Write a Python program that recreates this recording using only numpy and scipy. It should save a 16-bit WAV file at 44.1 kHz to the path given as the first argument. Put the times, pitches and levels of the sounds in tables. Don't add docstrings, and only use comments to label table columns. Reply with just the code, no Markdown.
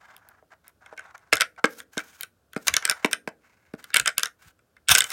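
import sys
import numpy as np
from scipy import signal
from scipy.fft import rfft, irfft
from scipy.io import wavfile

SR = 44100
rng = np.random.default_rng(int(sys.argv[2]) if len(sys.argv) > 2 else 0)


def unload_audio(sound):
    columns = np.transpose(np.atleast_2d(sound))
    steps = np.round(np.clip(columns, -1, 1) * 32767)
    wavfile.write(sys.argv[1], SR, steps.astype(np.int16))


N = 225977
T = np.arange(4096) / SR

# f/Hz, relative density/dB
AIR_SPECTRUM = [(30, -16.5), (70, 6.5), (150, -1.5), (600, -5.5), (950, -15), (1450, -8.5), (1950, -20.5),
                (4000, -22), (16000, -26.5)]
# delay/s, level/dB
REFLECTIONS = [(.0029, -18.5), (0.0128, -21.5)]
# f/Hz, level/dB, T60/s
ROOM_TAIL = [(300, -22, 0.6), (960, -6, 0.071), (1630, -14, 0.19), (3200, -16.5, 0.12), (8000, -22, 0.16),
             (15000, -23.5, 0.25)]
# f/Hz, width/Hz, level/dB
TABLE_MODES = [(162, 160, -5), (194, 57, -1), (306, 28, -0.5), (458, 72, -1), (587, 140, -6),
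               (780, 51, -8.5)]
# f/Hz, width/Hz, level/dB
SHELL_MODES = [(1470, 190, 5), (1559, 97, 6.5), (2057, 53, -4), (2217, 92, 1.5), (2554, 280, -4),
               (3090, 59, -4.5), (3617, 230, -3), (3780, 96, -14), (5330, 310, -7.5), (6500, 770, -8),
               (8564, 980, -3.5), (13200, 7000, -6.5)]
# low/Hz, high/Hz
SHELL_BANDS = [(1150, 2500), (2500, 7000), (7000, 17000)]
# t/s, level/dB, length/s
TABLE_BUMPS = [(1.33, -48, 0.04), (2.681, -48.5, 0.07), (3.989, -48.5, 0.055), (4.445, -57.5, 0.043),
               (4.892, -33.5, 0.048)]
# start/s, end/s, strength/dB, hardness/dB
RUB_STROKES = [(0, 0.175, -68, -11), (0.122, 0.427, -80.5, -17), (0.502, 0.544, -67.5, -12.5),
               (0.635, 0.71, -72, -8.5), (0.802, 0.958, -74, -15), (0.99, 1.144, -70, -13),
               (1.141, 1.161, -59, -12.5), (1.151, 1.328, -79, -11.5), (1.576, 1.601, -61.5, -16),
               (1.675, 1.838, -58.5, 0.5), (1.784, 1.801, -49, 1.5), (1.912, 2.268, -59, -2),
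               (2.574, 2.693, -60.5, 0), (2.669, 2.689, -29.5, -1.5), (2.719, 2.956, -64, -12),
               (2.936, 3.07, -61, -9), (3.111, 3.128, -43, -1.5), (3.399, 3.758, -76, -7.5),
               (3.764, 3.935, -65, -5), (4.384, 4.519, -63, -2.5), (4.898, 4.954, -20.5, 0),
               (4.979, 4.992, -21.5, 2.5), (5.038, 5.146, -45, -1)]
# t/s, thud level/dB, thud low edge/Hz, hollow re thud/dB
CAPSULE_KNOCKS = [(0.424, -52.5, 400, -22), (0.925, -38.5, 420, -10), (1.3268, -19, 350, 8),
                  (1.6417, -13.5, 280.6, 3.5), (1.9705, -26.5, 170, -5.5), (2.5629, -22.5, 150, -4.5),
                  (3.046, -16, 250, 2), (3.275, -27, 190, -1.5), (3.7365, -28.5, 140, -12)]
# t/s, strength/dB, hardness/dB, first rebound re snap/dB
RIM_SNAPS = [(0.165, -53.5, 7, -11), (0.288, -61, 13.5, -19), (0.6801, -67, 22.5, -15),
             (0.8608, -52, -7.5, -33), (0.9761, -46, -12.5, -17), (0.9931, -44.5, -10.5, -17),
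             (1.1789, -57, 0.5, -14.5), (1.3326, -19.5, -1, -22.5), (1.355, -30.5, 0.5, -0.5),
             (1.4011, -36, -13, -18), (1.4082, -20, -4.5, -21), (1.4176, -22, -5.5, -21.5),
             (1.802, -40.5, -2.5, -18.5), (1.9782, -29.5, -6.5, -9), (2.2095, -38, 9.5, -11.5),
             (2.2321, -34, 1, -24), (2.533, -45.5, -2, -14), (2.6814, -18.5, 0, -23.5),
             (2.7395, -22.5, -0.5, -23), (2.7665, -19, 0.5, -22.5), (2.8246, -41, -10, -16),
             (2.8523, -22.5, 1, -22.5), (2.8762, -36.5, -10, -1.5), (2.8971, -19.5, 0.5, -6),
             (3.1307, -22.5, -2.5, -23), (3.8418, -43, -0.5, -25), (3.9032, -51, -8.5, -13),
             (3.943, -18.5, 3, -12.5), (3.961, -22.5, -9.5, -15.5), (3.9686, -20, 3.5, -17.5),
             (3.9978, -23.5, 0, -19), (4.059, -25.5, -3, -2.5), (4.0768, -21.5, -2, -15),
             (4.1809, -21, 3.5, -11.5), (4.2326, -24, 0.5, -17), (4.257, -31, -1, -13),
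             (4.7663, -62, -11.5, -23), (4.8856, -23.5, 1, -4.5), (4.8917, -20, -1.5, -7),
             (4.9505, -15.5, 2, -21), (4.9591, -22, 0, -4), (5.0059, -20.5, 3, -8),
             (5.0414, -29.5, -2, -39), (5.1032, -33.5, 0, -1.5)]

HOLLOW_HZ, WALL_HZ, EDGE_HZ = SHELL_BANDS
FLEX_FROM_DB = -41
LEAD_IN_S = 0.014


def amp(db):
    return 10 ** (np.asarray(db) / 20)


def unit_rms(x):
    return x / np.sqrt(np.mean(x ** 2) + 1e-20)


def log_interp(hz, points_hz, values):
    return np.interp(np.log(hz + 1), np.log(points_hz), values)


def add(mix, t_s, sound):
    part = mix[max(round(t_s * SR), 0):][:len(sound)]
    part += sound[:len(part)]


def band(x, edges_hz, order=2):
    return signal.sosfilt(signal.butter(order, edges_hz, "band", fs=SR, output="sos"), x)


def ring(modes, direct, grip):
    hz, width_hz, db = np.transpose(modes)[:, :, None]
    shift, damp, weight, side = rng.standard_normal((4, len(modes), 1))
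    decay_per_s = np.pi * width_hz * np.exp(.2 * damp)
    gain = np.sign(side) * amp(db + 2 * weight) * 2 * decay_per_s / SR
    waves = gain * np.exp(-decay_per_s * T) * np.cos(2 * np.pi * hz * (1 + grip * shift) * T)
    return waves.sum(0) + direct * (T == 0)


def strike(body, edges_hz, db, decay_s, grit, order=2):
    chatter = rng.standard_normal(len(T)) * np.exp(-T / decay_s)
    force = (T == 0) + grit * chatter / np.linalg.norm(chatter)
    sound = band(signal.fftconvolve(force, body)[:len(T)], edges_hz, order)
    return amp(db) * sound / np.linalg.norm(sound) * np.sqrt(.005 * SR)


def slips(n, per_s, spread_db, smooth):
    size = amp(spread_db * np.minimum(rng.exponential(1, n), 3)) * rng.choice([-1, 1], n)
    catches = rng.random(n) < per_s / SR
    return size * catches + smooth * rng.standard_normal(n)


def shell_levels_db(db, hardness_db):
    flex_db = .22 * max(db - FLEX_FROM_DB, 0)
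    return db - .27 - hardness_db, db - .57 + flex_db, db - 1.3 + hardness_db


def air(level_db=-69):
    hz = np.fft.rfftfreq(N, 1 / SR)
    shape = amp(log_interp(hz, *np.transpose(AIR_SPECTRUM)))
    return amp(level_db) * unit_rms(irfft(rfft(rng.standard_normal(N)) * shape, N))


def room(x):
    points_hz, level_db, t60_s = np.transpose(ROOM_TAIL)
    hz, t_s, noise = signal.stft(rng.standard_normal(SR // 2), SR, nperseg=256)
    decay_per_s = np.log(1000) / log_interp(hz, points_hz, t60_s)[:, None]
    gain = amp(log_interp(hz, points_hz, level_db))[:, None] * np.sqrt(2 * decay_per_s / SR)
    tail = signal.istft(noise * gain * np.exp(-decay_per_s * t_s), SR, nperseg=256)[1]
    response = np.zeros(SR)
    for delay_s, db in REFLECTIONS:
        add(response, delay_s, [amp(db)])
    response = signal.sosfilt(signal.butter(1, 4500, fs=SR, output="sos"), response)
    add(response, .005, tail)
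    return signal.fftconvolve(x, response)[:N]


def bumps():
    out = np.zeros(N)
    for t_s, db, length_s in TABLE_BUMPS:
        n = round(length_s * SR)
        jolt = band(rng.standard_normal(n + len(T)), (55, 140))[-n:]
        add(out, t_s, amp(db) * unit_rms(jolt * signal.windows.tukey(n, .6)))
    return out


def ticks(per_s=4, strength_db=-68.5, spread_db=4):
    out = np.zeros(N)
    for when, size in rng.random((round(per_s * N / SR), 2)):
        add(out, when * N / SR, snap(strength_db + spread_db * (2 * size - 1), hardness_db=-8.5))
    return out


def pressure(n, lumps_db=5, lumps_per_s=90):
    along = np.linspace(0, 1, n)
    lumps = rng.standard_normal(int(n / SR * lumps_per_s) + 2)
    waver = amp(lumps_db * np.interp(along, np.linspace(0, 1, len(lumps)), lumps))
    return waver * np.interp(along, [0, .12, .75, 1], [0, 1, 1, 0])


def rubs(spots=4):
    out = np.zeros(N)
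    for start_s, end_s, strength_db, hardness_db in RUB_STROKES:
        n = round(abs(end_s - start_s) * SR) + 2
        load = pressure(n)
        sound = 0
        for _ in range(spots):
            force = slips(n, per_s=260, spread_db=5.5, smooth=.3) * load
            sound += signal.fftconvolve(force, ring(SHELL_MODES, direct=.3, grip=.02))
        softness = np.clip(-hardness_db / 13, 0, 1)
        bands_hz = [(1150, 2800 - 800 * softness), WALL_HZ, EDGE_HZ]
        levels_db = shell_levels_db(strength_db, hardness_db)
        for edges_hz, db in zip(bands_hz, levels_db):
            part = band(sound, edges_hz, order=3)
            add(out, start_s, amp(db) * part / np.linalg.norm(part) * np.sqrt(n))
        skin = band(rng.standard_normal(n), (650, 1300)) * load
        skin_db = levels_db[0] - 10 + 8.9 * softness
        add(out, start_s, amp(skin_db) * unit_rms(skin))
    return out


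def knocks(bounce_s=.0133):
    out = np.zeros(N)
    for t_s, thud_db, low_hz, ring_db in CAPSULE_KNOCKS:
        hollow_db = thud_db + ring_db
        wall_db = hollow_db - 13.5
        shell = ring(SHELL_MODES, direct=.55, grip=.03)
        table = ring(TABLE_MODES, direct=.088, grip=.012)
        add(out, t_s + .002, strike(table, (low_hz, low_hz + 720), thud_db, decay_s=.00086, grit=.057))
        add(out, t_s + .0005, strike(shell, (900, 2400), hollow_db, decay_s=.0025, grit=1.8))
        add(out, t_s, strike(shell, WALL_HZ, wall_db, decay_s=.0051, grit=7.2))
        add(out, t_s, strike(shell, (6000, 12000), wall_db - 7, decay_s=.003, grit=3.4))
        add(out, t_s + bounce_s, snap(hollow_db - 22, hardness_db=-2.5))
    return out


def lead_in(db):
    n = round(LEAD_IN_S * SR)
    rising_noise = slips(n, per_s=660, spread_db=2.5, smooth=.48) * np.linspace(0, 1, n)
    shell = ring(SHELL_MODES, direct=.23, grip=.018)
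    swell = band(signal.fftconvolve(rising_noise, shell), (1900, 3900))
    return amp(db) * swell / np.linalg.norm(swell) * np.sqrt(n)


def snap(db, hardness_db):
    out = np.zeros(len(T))
    hollow_db, wall_db, edge_db = shell_levels_db(db, hardness_db)
    lid_db = wall_db - 5.5 - .4 * max(FLEX_FROM_DB - db, 0)
    top_hz = np.clip(11500 * amp(.5 * (edge_db - wall_db)), 9000, 17000)
    shell = ring(SHELL_MODES, direct=.13, grip=.021)
    add(out, .0005, strike(shell, HOLLOW_HZ, hollow_db, decay_s=.0054, grit=1.1, order=3))
    add(out, .0003, strike(shell, WALL_HZ, wall_db, decay_s=.0013, grit=5.7))
    add(out, .0001, strike(shell, (7000, top_hz), edge_db, decay_s=.00087, grit=3, order=1))
    add(out, .0005, strike(shell, (2300, 3700), lid_db, decay_s=.0016, grit=2))
    table = ring(TABLE_MODES, direct=.25, grip=.023)
    add(out, 0, strike(table, (450, 850), hollow_db - 18, decay_s=.0082, grit=1.2))
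    add(out, 0, strike(table, (80, 200), db - 28, decay_s=.0047, grit=.8))
    return out


def rim_snaps(rebounds=2, gap_s=.014, gap_ratio=.74, loss_db=11.5, softer_db=4.5):
    out = np.zeros(N)
    for t_s, db, hardness_db, rebound_db in RIM_SNAPS:
        add(out, t_s - LEAD_IN_S, lead_in(db - 17.5))
        add(out, t_s, snap(db, hardness_db))
        for k in range(rebounds):
            t_s += gap_s * gap_ratio ** k
            add(out, t_s, snap(db + rebound_db - k * loss_db, hardness_db - (k + 1) * softer_db))
    return out


def scene():
    floor = air()
    handling = rim_snaps() + knocks() + bumps() + rubs() + ticks()
    return (handling + room(handling) + floor)[None]


def record(dry, low_hz=48, high_hz=16500, ceiling=.92):
    thin = signal.sosfilt(signal.butter(3, low_hz, "high", fs=SR, output="sos"), dry)
    rounded = thin / (1 + (thin / ceiling) ** 6) ** (1 / 6)
    lowpass = signal.firwin(255, high_hz, window=("kaiser", 9), fs=SR)
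    return signal.oaconvolve(rounded, lowpass[None], "same")


dry = scene()
out = record(dry)
unload_audio(out)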